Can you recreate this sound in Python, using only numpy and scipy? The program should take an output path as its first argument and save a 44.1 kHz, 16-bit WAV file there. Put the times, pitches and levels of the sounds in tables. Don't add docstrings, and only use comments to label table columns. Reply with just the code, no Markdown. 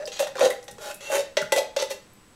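import sys
import numpy as np
from scipy import signal
from scipy.fft import rfft, irfft
from scipy.io import wavfile

SR = 44100
rng = np.random.default_rng(int(sys.argv[2]) if len(sys.argv) > 2 else 0)


def materialize(psi):
    bounded = np.clip(np.atleast_2d(psi).T, -1, 1)
    quanta = np.round(bounded * 32767).astype(np.int16)
    wavfile.write(sys.argv[1], SR, quanta)


N = 103635
T = np.arange(N) / SR
SHORT = T[:SR // 4]
BOTTOM_RISE_S, BOTTOM_SAG_S = 0.0036, 0.021


def undb(db):
    return 10 ** (np.asarray(db) / 20)


def unit(x):
    return x / np.sqrt(np.mean(np.abs(x) ** 2))


def add(out, start, x):
    i = max(int(start * SR), 0)
    out[i:i + len(x)] += x[:N - i]


def fade(t, t60):
    return np.exp(-np.log(1000) * t / t60)


def noise(t):
    return rng.standard_normal(len(t))


def band(x, hz, width):
    return signal.lfilter(*signal.iirpeak(hz, hz / width, fs=SR), x)


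def butter(x, order, hz, kind):
    return signal.sosfilt(signal.butter(order, hz, kind, fs=SR, output="sos"), x)


def colour(x, points):
    size = 2048
    hz, db = np.array(points).T
    f = np.maximum(np.arange(size // 2 + 1) * SR / size, 1)
    gain = undb(np.interp(np.log(f), np.log(hz), db))
    cepstrum = irfft(np.log(gain))
    cepstrum[1:size // 2] *= 2
    cepstrum[size // 2 + 1:] = 0
    impulse = irfft(np.exp(rfft(cepstrum)))
    return signal.fftconvolve(x, impulse)[:len(x)]


def ring(hz, t60, rise, sag=0):
    env = (1 - np.exp(-(SHORT / rise) ** 2)) * fade(SHORT, t60)
    pitch = hz * (1 + sag * np.exp(-SHORT / BOTTOM_SAG_S))
    return np.sqrt(2) * env / env.max() * np.sin(2 * np.pi * np.cumsum(pitch) / SR)


def burst(hz, width, t60):
    grains = noise(SHORT)
    steady = band(band(grains, hz, width), hz, width)
    dying = band(band(grains * fade(SHORT, t60), hz, width), hz, width)
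    return dying / np.std(steady)


# (frequency [Hz], relative level [dB])
NOISE_SHAPE = [(15, -8.5), (25, -13), (44, -16.5), (221, -13), (260, -16), (305, -17), (722, -25),
               (1020, -23), (6730, -34), (7910, -32), (15500, -46)]
NOISE_DB = -55
# (frequency [Hz], rms level [dB])
HUM_AND_WHINE = [(312, -70.5), (1023, -73), (7854, -69.5), (7881, -82.5)]


def background():
    out = undb(NOISE_DB) * unit(colour(noise(T), NOISE_SHAPE))
    for hz, db in HUM_AND_WHINE:
        out += undb(db) * np.sqrt(2) * np.sin(2 * np.pi * (hz * T + rng.random()))
    return out


# (frequency [Hz], width [Hz], gain over the direct sound [dB])
ROOM_MODES = [(355, 16, -2), (399.2, 9.4, 9), (458, 20, -5.5), (490, 3.1, -4), (537, 30, -1.5),
              (621, 8.2, 1)]
ROOM_T60_S, ROOM_TREBLE_T60_S, ROOM_DELAY_S = 0.35, 0.2, 0.0086
ROOM_DB, ROOM_BASS_DB = -6, -7.5


def kitchen(x):
    t = T[:SR // 2]
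    tail = np.zeros(len(t))
    for edges, t60, db in [((100, 700), ROOM_T60_S, ROOM_BASS_DB), ((700, 6500), ROOM_T60_S, ROOM_DB),
                           ((6500, 17000), ROOM_TREBLE_T60_S, ROOM_DB)]:
        env = fade(t, t60) * (t > ROOM_DELAY_S)
        reflections = noise(t) * env / np.linalg.norm(env)
        tail += undb(db) * butter(reflections, 3, edges, "band")
    modes = sum(undb(db) * band(band(x, hz, 6 * width), hz, width) for hz, width, db in ROOM_MODES)
    return x + signal.fftconvolve(x, tail)[:N] + modes


# (time [s], level [dB], centre [Hz], width [Hz])
CRACKLES = [(0.055, -34.5, 5000, 1310), (0.061, -43, 8600, 8000), (0.6275, -46, 5500, 5560),
            (0.641, -48.5, 9400, 6000), (0.7117, -39.5, 7400, 6900), (0.9434, -36.5, 9700, 6040),
            (1.4168, -33, 5560, 8600), (2.133, -56, 12300, 4000)]
# (time [s], level before the tone/noise blend [dB], pitch [Hz], t60 [s])
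PLOPS_AND_RIM = [(0.383, -27.5, 1095, 0.056), (0.394, -35, 960, .05), (0.417, -27, 1460, 0.091),
                 (0.505, -29, 1966, 0.073), (1.4152, -19, 1713, 0.019), (1.423, -28.5, 1424, 0.06)]
# (time [s], level [dB], centre [Hz], t60 [s])
LUMPS = [(0.426, -50, 156, 0.16), (0.708, -47.5, 104, 0.27), (1.42, -44, 157, 0.26)]


def cream(crackle_t60=0.047, plop_rise=0.0015, plop_width_hz=260, lump_width_hz=110):
    out = np.zeros(N)
    for s, db, hz, width in CRACKLES:
        add(out, s, undb(db) * burst(hz, width, crackle_t60))
    for s, db, hz, t60 in PLOPS_AND_RIM:
        ragged_tone = 0.5 * ring(hz, t60, plop_rise) + 0.72 * burst(hz, plop_width_hz, t60)
        add(out, s, undb(db) * ragged_tone)
    for s, db, hz, t60 in LUMPS:
        add(out, s, undb(db) * burst(hz, lump_width_hz, t60))
    return out


# (time [s], pitch [Hz], peak level [dB])
SQUEAL = [(0.86, 2560, -71), (0.90, 2590, -45.5), (0.951, 2543, -58), (1.021, 2685, -52), (1.07, 2720, -39),
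          (1.12, 2734, -45.5), (1.2, 2650, -38)]
SQUEAL_WANDER_HZ, SQUEAL_FLUTTER_DB, SQUEAL_FLUTTER_RATE_HZ = 30, 2.5, 45


def squeal():
    times, hz, db = np.array(SQUEAL).T
    wander, flutter = (unit(band(noise(T), SQUEAL_FLUTTER_RATE_HZ, 2 * SQUEAL_FLUTTER_RATE_HZ))
                       for _ in range(2))
    pitch = np.interp(T, times, hz) + SQUEAL_WANDER_HZ * wander
    level_db = np.interp(T, times, db, left=-np.inf, right=-np.inf) + SQUEAL_FLUTTER_DB * flutter
    return undb(level_db) * np.sin(2 * np.pi * np.cumsum(pitch) / SR)


# (time [s], panel pitch [Hz], rim pitch [Hz])
CAN_PITCH = [(0.2, 791, 1845), (0.5, 796.5, 1910), (0.9, 841, 1850), (1.37, 856, 1976), (1.8, 873, 1995)]


def can_pitch(s):
    times, panel, rim = np.array(CAN_PITCH).T
    return np.interp(s, times, panel), np.interp(s, times, rim)


PANEL_WIDTH_HZ, PANEL_DB = 29.4, 15.5
RIM_WIDTH_HZ, RIM_DB = 88, -2.5


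def contact(force, s, low_db, treble_db):
    tilted = colour(force, [(1500, low_db), (3000, 0), (5800, 0), (10000, treble_db)])
    panel_hz, rim_hz = can_pitch(s)
    panel = undb(PANEL_DB) * band(tilted, panel_hz, PANEL_WIDTH_HZ)
    rim = undb(RIM_DB) * band(tilted, rim_hz, RIM_WIDTH_HZ)
    return tilted + panel + rim


SLIP_RING_T60_S, SLIP_RING_SHARE = 0.035, 0.5


def slip_ring(x):
    upper = butter(x, 2, 1600, "high")
    rung = signal.fftconvolve(upper, noise(SHORT) * fade(SHORT, SLIP_RING_T60_S))[:len(x)]
    return np.sqrt(1 - SLIP_RING_SHARE) * unit(x) + np.sqrt(SLIP_RING_SHARE) * unit(rung)


# (start [s], attack [s], hold [s], release [s], rasp drive before makeup [dB],
# low-mid colour [dB], treble colour [dB], bottom level [dB], bottom pitch [Hz])
SCRAPES = [(0.0, 0.001, 0.033, 0.017, -50, 10, -13, -33, 597),
           (0.116, 0.0024, 0.13, 0.0072, -38.5, -5.5, -11.5, -64, 572),
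           (0.362, 0.0083, 0.054, 0.011, -42.5, 6, -6, -43.5, 511),
           (0.411, 0.016, 0.036, 0.0253, -30, 4, -3, -16.5, 529.2),
           (0.785, 0.063, 0.067, 0.018, -40.5, 4, -0.5, -39.5, 597),
           (1.002, 0.0066, 0.13, 0.015, -43.5, 0.5, -4.5, -50, 570),
           (1.099, 0.034, 0.034, 0.016, -33, 8.5, 2, -26, 563.7),
           (1.176, 0.005, 0.021, 0.023, -35.5, -8, -3, -25, 571.6),
           (1.566, 0.0135, 0.013, 0.0083, -28, -2.5, 0, -19, 551),
           (1.785, 0.004, 0.028, 0.037, -29, -2.5, -12.5, -43, 548),
           (1.893, 0.018, 0.0094, 0.017, -36.5, 2.5, 0, -38.5, 548)]
# (rasp drive [dB], scatter of the slips [dB], hiss gain [ratio])
GRIT = [(-42, 3, 1.1), (-28, 6, .5)]
SLIPS_PER_S, JUDDER_HZ, JUDDER_DB = 800, 119, 2
BOTTOM_WIDTH_HZ, BOTTOM_STEADY = 50.2, 0.87


def scrapes():
    wall, tones = np.zeros(N), np.zeros(N)
    grit_db, grit_scatter, grit_hiss = np.array(GRIT).T
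    for s, attack, hold, release, db, low_db, treble_db, bottom_db, hz in SCRAPES:
        pressure = np.interp(SHORT, np.cumsum([0, attack, hold, release]), [0, 1, 1, 0])
        judder = undb(JUDDER_DB * unit(band(noise(SHORT), JUDDER_HZ, JUDDER_HZ)))
        scatter_db = np.interp(db, grit_db, grit_scatter)
        hiss = np.interp(db, grit_db, grit_hiss)
        happens = rng.random(len(SHORT)) < SLIPS_PER_S / SR
        slips = happens * undb(scatter_db * np.clip(noise(SHORT), -2, 2))
        pulses = unit(slips * np.sign(noise(SHORT)))
        rasp = unit(judder * (pulses + hiss * noise(SHORT)))
        add(wall, s, undb(db + 4.5) * pressure * contact(slip_ring(rasp), s, low_db, treble_db))

        resonance = band(band(noise(SHORT), hz, BOTTOM_WIDTH_HZ), hz, BOTTOM_WIDTH_HZ)
        swing = signal.hilbert(resonance)[::-1]
        groan = unit((swing / (np.abs(swing) + 1e-12) ** BOTTOM_STEADY).real)
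        add(tones, s, undb(bottom_db) * pressure * unit(groan * judder ** 0.36))
    return wall, tones


# (time [s], clack drive before makeup [dB], low-mid colour [dB], treble colour [dB],
# bottom level [dB], bottom pitch [Hz], rim level before halving [dB])
KNOCKS = [(0.0744, -31, -9, -7, -31.5, 485, -48), (0.1933, -27, 2.5, 0.5, -24, 573, -58),
          (0.2016, -28, 5, 4, -18.5, 548, -57), (0.2236, -32, 4, -6, -23, 560, -44),
          (0.2698, -34, 7.5, -4, -35.5, 543, -41), (0.3545, -39, 12, -4, -31, 520, -51),
          (0.393, -30.5, 7, 2, -31, 560, -61), (0.4074, -23.5, 7.5, -11, -15, 560.5, -42),
          (0.503, -33, 6, 7, -49, 526, -47), (0.6804, -36, -1.5, -7, -41, 549, -45),
          (0.7827, -47, 10.5, -2, -42.5, 453, -67), (1.0975, -43, 10, 8, -25, 594, -53),
          (1.3696, -17.5, 0.5, -13, -15.5, 577, -17), (1.5213, -17.5, -1, 0.5, -16, 557, -24.5),
          (1.562, -23.5, 4, 0, -20, 521, -36), (1.7639, -21.5, -6, -9, -18, 556, -30),
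          (1.8211, -29, -5, 2, -21, 537.5, -34), (1.9044, -37.5, -4, 7, -30.5, 545, -42)]
CLACK_T60_S, BOTTOM_T60_S, BOTTOM_LAG_S = 0.065, 0.044, 0.0015
BOTTOM_SAG = 0.021
THUNK_HZ, THUNK_WIDTH_HZ, THUNK_T60_S, THUNK_DB = 490, 570, 0.065, -22.5
PANEL_RING_DB, PANEL_T60_S = -14, 0.33
RIM_T60_S, RIM_BUZZ_WIDTH_HZ = 0.13, 50


def knocks():
    wall, tones = np.zeros(N), np.zeros(N)
    for s, db, low_db, treble_db, bottom_db, hz, rim_db in KNOCKS:
        panel_hz, rim_hz = can_pitch(s)
        clack = noise(SHORT) * fade(SHORT, CLACK_T60_S)
        add(wall, s, undb(db + 3.5) * contact(clack, s, low_db, treble_db))
        boom = ring(hz, BOTTOM_T60_S, BOTTOM_RISE_S, BOTTOM_SAG)
        thunk = undb(THUNK_DB) * burst(THUNK_HZ, THUNK_WIDTH_HZ, THUNK_T60_S)
        add(tones, s + BOTTOM_LAG_S, undb(bottom_db) * (boom + thunk))
        add(tones, s, undb(db + PANEL_RING_DB) * ring(panel_hz, PANEL_T60_S, BOTTOM_RISE_S))
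        rim = ring(rim_hz, RIM_T60_S, BOTTOM_RISE_S) + burst(rim_hz, RIM_BUZZ_WIDTH_HZ, RIM_T60_S)
        add(tones, s, undb(rim_db) * rim / 2)
    return wall, tones


# (frequency [Hz], gain [dB])
RATTLE = [(50, -66), (130, -18.5), (250, -8), (450, 6.5), (700, 0.5), (1100, -1.5), (1800, 2), (2250, -2),
          (3200, 0), (4900, -3.5), (6500, 0.5), (9000, -4.5), (12000, -8), (15500, -19.5)]
# (frequency [Hz], width [Hz], gain over the dense rattle [dB])
WALL = [(1006, 6.6, -9.5), (1020, 16, -7.5), (1110, 7.5, -3.5), (1403, 20, 4), (1663, 11, -46),
        (2530, 47, 3), (2720, 25, 7), (2956, 30, -10.5), (3300, 26, -4.5), (3690, 460, 0.5),
        (4450, 290, -5.5), (5790, 19, -3), (6060, 75, -4.5), (6950, 59, -22), (7680, 140, -5.5),
        (9800, 180, -5)]
TONES_ABOVE_HZ = 220


def can():
    drive, tones = np.array(knocks()) + np.array(scrapes())
    rattle = colour(drive, RATTLE)
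    resonances = sum(undb(db) * band(rattle, hz, width) for hz, width, db in WALL)
    return rattle + resonances + butter(tones, 2, TONES_ABOVE_HZ, "high") + squeal()


def scene():
    return (kitchen(can() + cream()) + background())[None]


TOP_HZ = 15700


def record(dry):
    return signal.sosfilt(signal.ellip(10, 0.2, 80, TOP_HZ, fs=SR, output="sos"), dry)


dry = scene()
out = record(dry)
materialize(out)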